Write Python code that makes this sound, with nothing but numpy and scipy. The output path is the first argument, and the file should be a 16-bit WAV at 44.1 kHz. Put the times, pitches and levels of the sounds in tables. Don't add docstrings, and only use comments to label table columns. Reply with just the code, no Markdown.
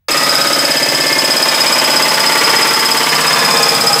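import sys
import numpy as np
from scipy import signal
from scipy.fft import rfft, irfft
from scipy.io import wavfile
from scipy.ndimage import map_coordinates

SR = 44100
rng = np.random.default_rng(int(sys.argv[2]) if len(sys.argv) > 2 else 0)


def wav_record(signal):
    frames = np.transpose(np.atleast_2d(signal))
    bounded = np.clip(frames, -1, 1)
    quanta = np.round(bounded * 32767).astype(np.int16)
    wavfile.write(sys.argv[1], SR, quanta)


N = 176400
RING = 16384
FIRST_BLOW_S, TRIGGER_S = .081, .0835

# time in seconds, blows per second.
BLOW_RATE = [(0, 16.81), (.85, 16.8), (1.2, 16.69), (1.7, 16.75), (2.1, 16.78), (2.45, 16.9), (2.85, 16.88),
             (3.15, 16.79), (3.6, 16.66), (4, 16.62)]
# frequency in Hz, relative level in dB.
SHELL_SPECTRUM = [(90, -28), (130, -7), (200, -7), (280, -3.5), (390, -10), (500, 4), (720, -0.5),
                  (900, 2.5), (1200, 2.5), (1500, -1.5), (2000, -2), (2400, -2), (2800, -6), (3200, -4.5),
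                  (3800, -9), (4300, -11), (5600, -19), (7000, -12.5), (10000, -23.5), (15000, -36)]
# time in seconds, then bass, middle and upper gain in dB.
CLATTER_EQ = [(.1, 7, 1, 4), (.6, 0.5, -1, 4.5), (1.2, 1.5, 0.5, 2), (1.7, 1, 3.5, 4), (2.1, 1.5, 2.5, 2.5),
              (2.5, 5, 5, 6), (2.801, -9, 3.5, 1.5), (3.3, 4.5, 5, 6), (3.65, 9, 2.5, 5), (4, 2, 4.5, 2)]
# the bass, middle and upper frequency in Hz.
CLATTER_BANDS_HZ = [300, 1000, 2400]
# frequency in Hz, share of the power that repeats.
BLOW_LIKENESS = [(150, 0.85), (500, 0.76), (1000, 0.55), (2500, 0.38), (5000, 0.24), (10000, .1)]
# pitch in Hz, level in dB, time of the hardest drive in seconds,
# half-width of that swell in seconds, time to die away by 60 dB in seconds.
DRUM_MODES = [(134,-46.5,2.1,5.9,0.36), (152,-33.5,5.46,4.56,0.53), (203,-36.5,3.9,.9,0.43),
              (236.1,-30.5,4.9,4.4,0.41), (283.3,-34.5,0.84,3,0.61), (317.3,-41.5,1.6,2.5,0.9),
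              (367,-33,2.1,1.5,0.5), (457.2,-18,3.2,1.54,.17), (467,-17,4,0.79,0.18),
              (566,-19.5,.55,.7,0.23), (636,-31,1.3,1.04,0.53), (817,-13,3.83,0.42,0.19),
              (889,-27.5,2.74,0.53,0.39), (3210,-18.5,2.88,.13,0.23), (861,-24.5,2.08,0.68,0.5),
              (888.7,-25.5,2.5,1.8,0.63), (1048,-22.5,3.42,0.19,0.55), (1149,-23,2.45,0.93,0.41),
              (1230,-18.5,0.094,0.11,0.52), (1256,-19.5,0.36,0.28,.45), (1353,-27.5,0.21,0.27,0.45),
              (1400,-21,2.32,0.28,0.36), (1543,-24.5,0.31,0.11,0.52), (1707,-20,3.39,0.37,0.32),
              (1760,-24.5,0.93,0.56,0.64), (1826,-16,0.15,0.066,0.32), (1946,-15,0.17,0.063,0.39),
              (2037,-14,2.4,1.8,0.099), (2070,-21,1.02,0.039,.22), (2145,-13,1.08,0.13,0.21),
              (2120,-19.5,3.24,0.18,0.26), (2500,-24,3.44,0.22,0.34), (2970,-26,1.6,.8,.22),
              (3208,-19.5,1.87,.22,0.24), (3440,-25,3.7,0.37,0.32), (3720,-21,1.59,0.19,0.32)]
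# frequency in Hz, relative level in dB.
CLANG_SPECTRUM = [(300,-16), (1100,-4.5), (1850,2.5), (3300,-5), (4000,-14.5), (8000,-20)]
# time in seconds, level in dB.
CLANG_LEVEL = [(.1,-28.5), (1.1,-28.5), (1.9,-20.5), (2.55,-19), (2.75,-23), (3.1,-20), (3.45,-25),
               (3.7,-34)]
# frequency in Hz, relative level in dB.
HISS_SPECTRUM = [(300, -3.5), (2000, -16), (4200, -2), (6000, 2), (7300, 0), (7850, 12), (8300, 1.5),
                 (9000, 4), (10000, -2.5), (13000, -1.5), (15500, -9)]
# time in seconds, then hiss, chirp and held whistle gain in dB.
AIR_LEVELS = [(.1,1,1.5,-25), (.8,-1,1,-23.5), (1.6,1,3,-20), (2.1,1,-2,-21), (2.6,1,0.5,-18),
              (3.1,0.5,-3.5,-22.5), (4,2,2.5,-17.5)]
# delay in seconds, gain in dB.
WALL_ECHOES = [(.0085,-9.5), (.0125,-20), (.017,-14), (.0215,-9)]
# frequency in Hz, relative level in dB.
WHISTLE_SPECTRUM = [(4000,-20.5), (4800,-10), (5080,-0.5), (5300,-12), (6000,-42)]
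# seconds after the blow, pitch in Hz, relative level in dB.
HOOT_SWOOP = [(0,850,-20), (.0095,530,0), (.014,400,-9), (.019,275,-5), (.024,310,-5), (.028,510,-2),
              (.032,610,0), (.038,630,-20)]
# time in seconds, level in dB.
HOOT_LEVEL = [(.1,-24.5), (.8,-25), (1.8,-27), (3.1,-37.5), (4,-30.5)]
# frequency in Hz, relative level in dB.
ROOM_SPECTRUM = [(25, -5), (90, 9), (300, -22), (2000, -24), (15000, -43)]


def blow_times():
    t = np.arange(N) / SR
    cycles = np.cumsum(at(BLOW_RATE, t)[0]) / SR
    first = np.interp(FIRST_BLOW_S, t, cycles)
    return np.interp(first + np.arange(int(cycles[-1]) - 1), cycles, t)


def drum_clatter(blows):
    hz = np.fft.rfftfreq(RING, 1 / SR)
    eq_db = np.array([along(list(zip(CLATTER_BANDS_HZ, row)), hz) for row in at(CLATTER_EQ, blows).T])
    rings = bursts(blows, SHELL_SPECTRUM, BLOW_LIKENESS, drift_s=.91, attack_s=.0087, t60_s=.56,
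                   tint_db=eq_db + cluster_swells(blows, hz))
    return amp(-17) * unit(lay(blows, rings))


def cluster_swells(times, hz, swell_s=.39, width_hz=55):
    grid = rng.standard_normal((64, 1024))
    positions = np.meshgrid(times / swell_s, hz / width_hz, indexing="ij")
    depth_db = 5.5 * along([(400, .13), (1200, .45), (3500, .82), (7000, .7)], hz)
    return depth_db * map_coordinates(grid, positions, mode="mirror")


def drum_modes(blows, attack_s=.0027, scatter_db=1.8, slip_s=.00008):
    t = np.arange(RING) / SR
    hz, db, peak_s, span_s, t60_s = np.transpose(DRUM_MODES)
    swell = np.exp(-((blows[:, None] - peak_s) / span_s) ** 2)
    drive = swell * amp(db + scatter_db * rng.standard_normal(swell.shape))
    slip = np.cumsum(slip_s * rng.standard_normal(drive.shape), axis=0)
    phase = np.exp(2j * np.pi * (hz * (blows[:, None] + slip) + rng.random(len(hz))))
    rings = np.exp(2j * np.pi * hz[:, None] * t) * amp(-60 * t / t60_s[:, None])
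    return lay(blows, (drive * phase @ rings).imag * (1 - np.exp(-t / attack_s)))


def drum_clang(blows):
    clangs = bursts(blows, CLANG_SPECTRUM, BLOW_LIKENESS, drift_s=.3, attack_s=.0029, t60_s=.16)
    return amp(at(CLANG_LEVEL, np.arange(N) / SR)[0]) * unit(lay(blows + .005, clangs))


def tip_crack(blows):
    spectrum = [(500, -3), (2500, -8.5), (5000, -.5), (10000, -10), (15000, -13.5)]
    cracks = bursts(blows, spectrum, BLOW_LIKENESS, drift_s=.32, attack_s=.002, t60_s=.23)
    return amp(-24) * unit(lay(blows, cracks))


def exhaust_hiss(blows, lag_s=.0265):
    likeness = [(1000, .45), (8000, .16), (11000, .083)]
    puffs = bursts(blows, HISS_SPECTRUM, likeness, drift_s=.16, attack_s=.0012, t60_s=.29)
    puffs *= amp(at(AIR_LEVELS, blows)[0])[:, None]
    return amp(-22.5) * unit(lay(blows + lag_s, puffs))


def port_whistle(blows, lag_s=.0325, chirp_hz=4969, sweep_hz_per_s=14300, held_hz=5090):
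    t, starts = np.arange(RING) / SR, blows + lag_s
    detune, chirp_phase, held_phase = rng.standard_normal((len(blows), 3)).T[:, :, None]
    detune_hz = 14.7 * detune
    sweep_hz = chirp_hz + detune_hz + sweep_hz_per_s * t
    blip = amp(at(AIR_LEVELS, blows)[1] - 6.5)[:, None] * np.exp(-((t - .004) / .0026) ** 2)
    chirps = blip * np.sin(2 * np.pi * (np.cumsum(sweep_hz, axis=1) / SR + chirp_phase))
    echoes = sum(amp(db) * lay(starts + delay_s, chirps) for delay_s, db in WALL_ECHOES)

    hold = (1 - np.exp(-(t / .0071) ** 2)) * np.exp(-t / .025)
    tones = hold * np.sin(2 * np.pi * ((held_hz + detune_hz) * t + held_phase))
    held = amp(at(AIR_LEVELS, np.arange(N) / SR)[2]) * unit(lay(starts, tones))
    tails = bursts(blows, WHISTLE_SPECTRUM, [(5000, .22)], drift_s=.32, attack_s=.0035, t60_s=.29)
    return lay(starts, chirps) + echoes + held + amp(-20) * unit(lay(starts, tails))


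def cylinder_hoot(blows):
    t = np.arange(RING) / SR
    hz, db = at(HOOT_SWOOP, t)
    detune = 1 + .008 * rng.standard_normal((len(blows), 1))
    envelope = amp(db) * (t < HOOT_SWOOP[-1][0])
    swoops = envelope * np.sin(2 * np.pi * detune * np.cumsum(hz) / SR)
    return amp(at(HOOT_LEVEL, np.arange(N) / SR)[0]) * unit(lay(blows, swoops))


def trigger_chirp(blows):
    spectrum = WHISTLE_SPECTRUM + [(15000, -47)]
    chirp = bursts(blows[:1], spectrum, [(5000, .0039)], drift_s=.5, attack_s=.00042, t60_s=.056)
    rush = bursts(blows[:1], SHELL_SPECTRUM, [(5000, .012)], drift_s=.45, attack_s=.00044, t60_s=.11)
    return lay([TRIGGER_S], amp(-6) * chirp / np.abs(chirp).max() + amp(-17) * rush / np.abs(rush).max())


def low_thump(peak_s=.122, half_width_s=.0037):
    return amp(-33) * np.exp(-((np.arange(N) / SR - peak_s) / half_width_s) ** 2)


def room_tone():
    colour = amp(along(ROOM_SPECTRUM, np.fft.rfftfreq(N, 1 / SR)))
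    return amp(-67) * unit(irfft(rfft(rng.standard_normal(N)) * colour, N))


def bursts(times, spectrum, likeness, drift_s, attack_s, t60_s, tint_db=0):
    t, hz = np.arange(RING) / SR, np.fft.rfftfreq(RING, 1 / SR)
    fresh, textures = rng.standard_normal((len(times), RING)), rng.standard_normal((24, RING))
    centres_s = np.linspace(0, N / SR, len(textures))
    crossfade = np.exp(-((times[:, None] - centres_s) / drift_s) ** 2)
    repeating = crossfade / np.linalg.norm(crossfade, axis=1, keepdims=True) @ textures
    share = along(likeness, hz)
    blend = rfft(repeating) * share ** .5 + rfft(fresh) * (1 - share) ** .5
    ring = irfft(blend * amp(along(spectrum, hz) + tint_db))
    return ring * (1 - np.exp(-t / attack_s)) * amp(-60 * t / t60_s)


def lay(times, sounds):
    track = np.zeros(N + 2 * SR)
    for start_s, sound in zip(times, sounds):
        track[max(0, round(start_s * SR)):][:RING] += sound
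    return track[:N]


def at(rows, times):
    seconds, *columns = np.transpose(rows)
    return np.array([np.interp(times, seconds, column) for column in columns])


def along(points, hz):
    point_hz, values = np.transpose(points)
    return np.interp(np.log(hz + 1), np.log(point_hz + 1), values)


def amp(db):
    return 10 ** (np.asarray(db) / 20)


def unit(x):
    return x / np.sqrt(np.mean(x ** 2) + 1e-20)


def scene():
    blows = blow_times()
    gate = np.clip((np.arange(N) / SR - TRIGGER_S) / .0014, 0, 1)
    drum = drum_clatter(blows) + drum_modes(blows) + drum_clang(blows)
    tool = cylinder_hoot(blows) + tip_crack(blows)
    air = exhaust_hiss(blows) + port_whistle(blows) + trigger_chirp(blows)
    low_cut = signal.butter(16, 119, "highpass", fs=SR, output="sos")
    work = signal.sosfilt(low_cut, gate * (drum + tool + air))
    return (work + low_thump() + room_tone())[None]


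def record(dry, top_hz=15600):
    passband = np.fft.rfftfreq(2 * N, 1 / SR) < top_hz
    return irfft(rfft(np.clip(dry, -1, 1), 2 * N) * passband)[:, :N]


dry = scene()
out = record(dry)
wav_record(out)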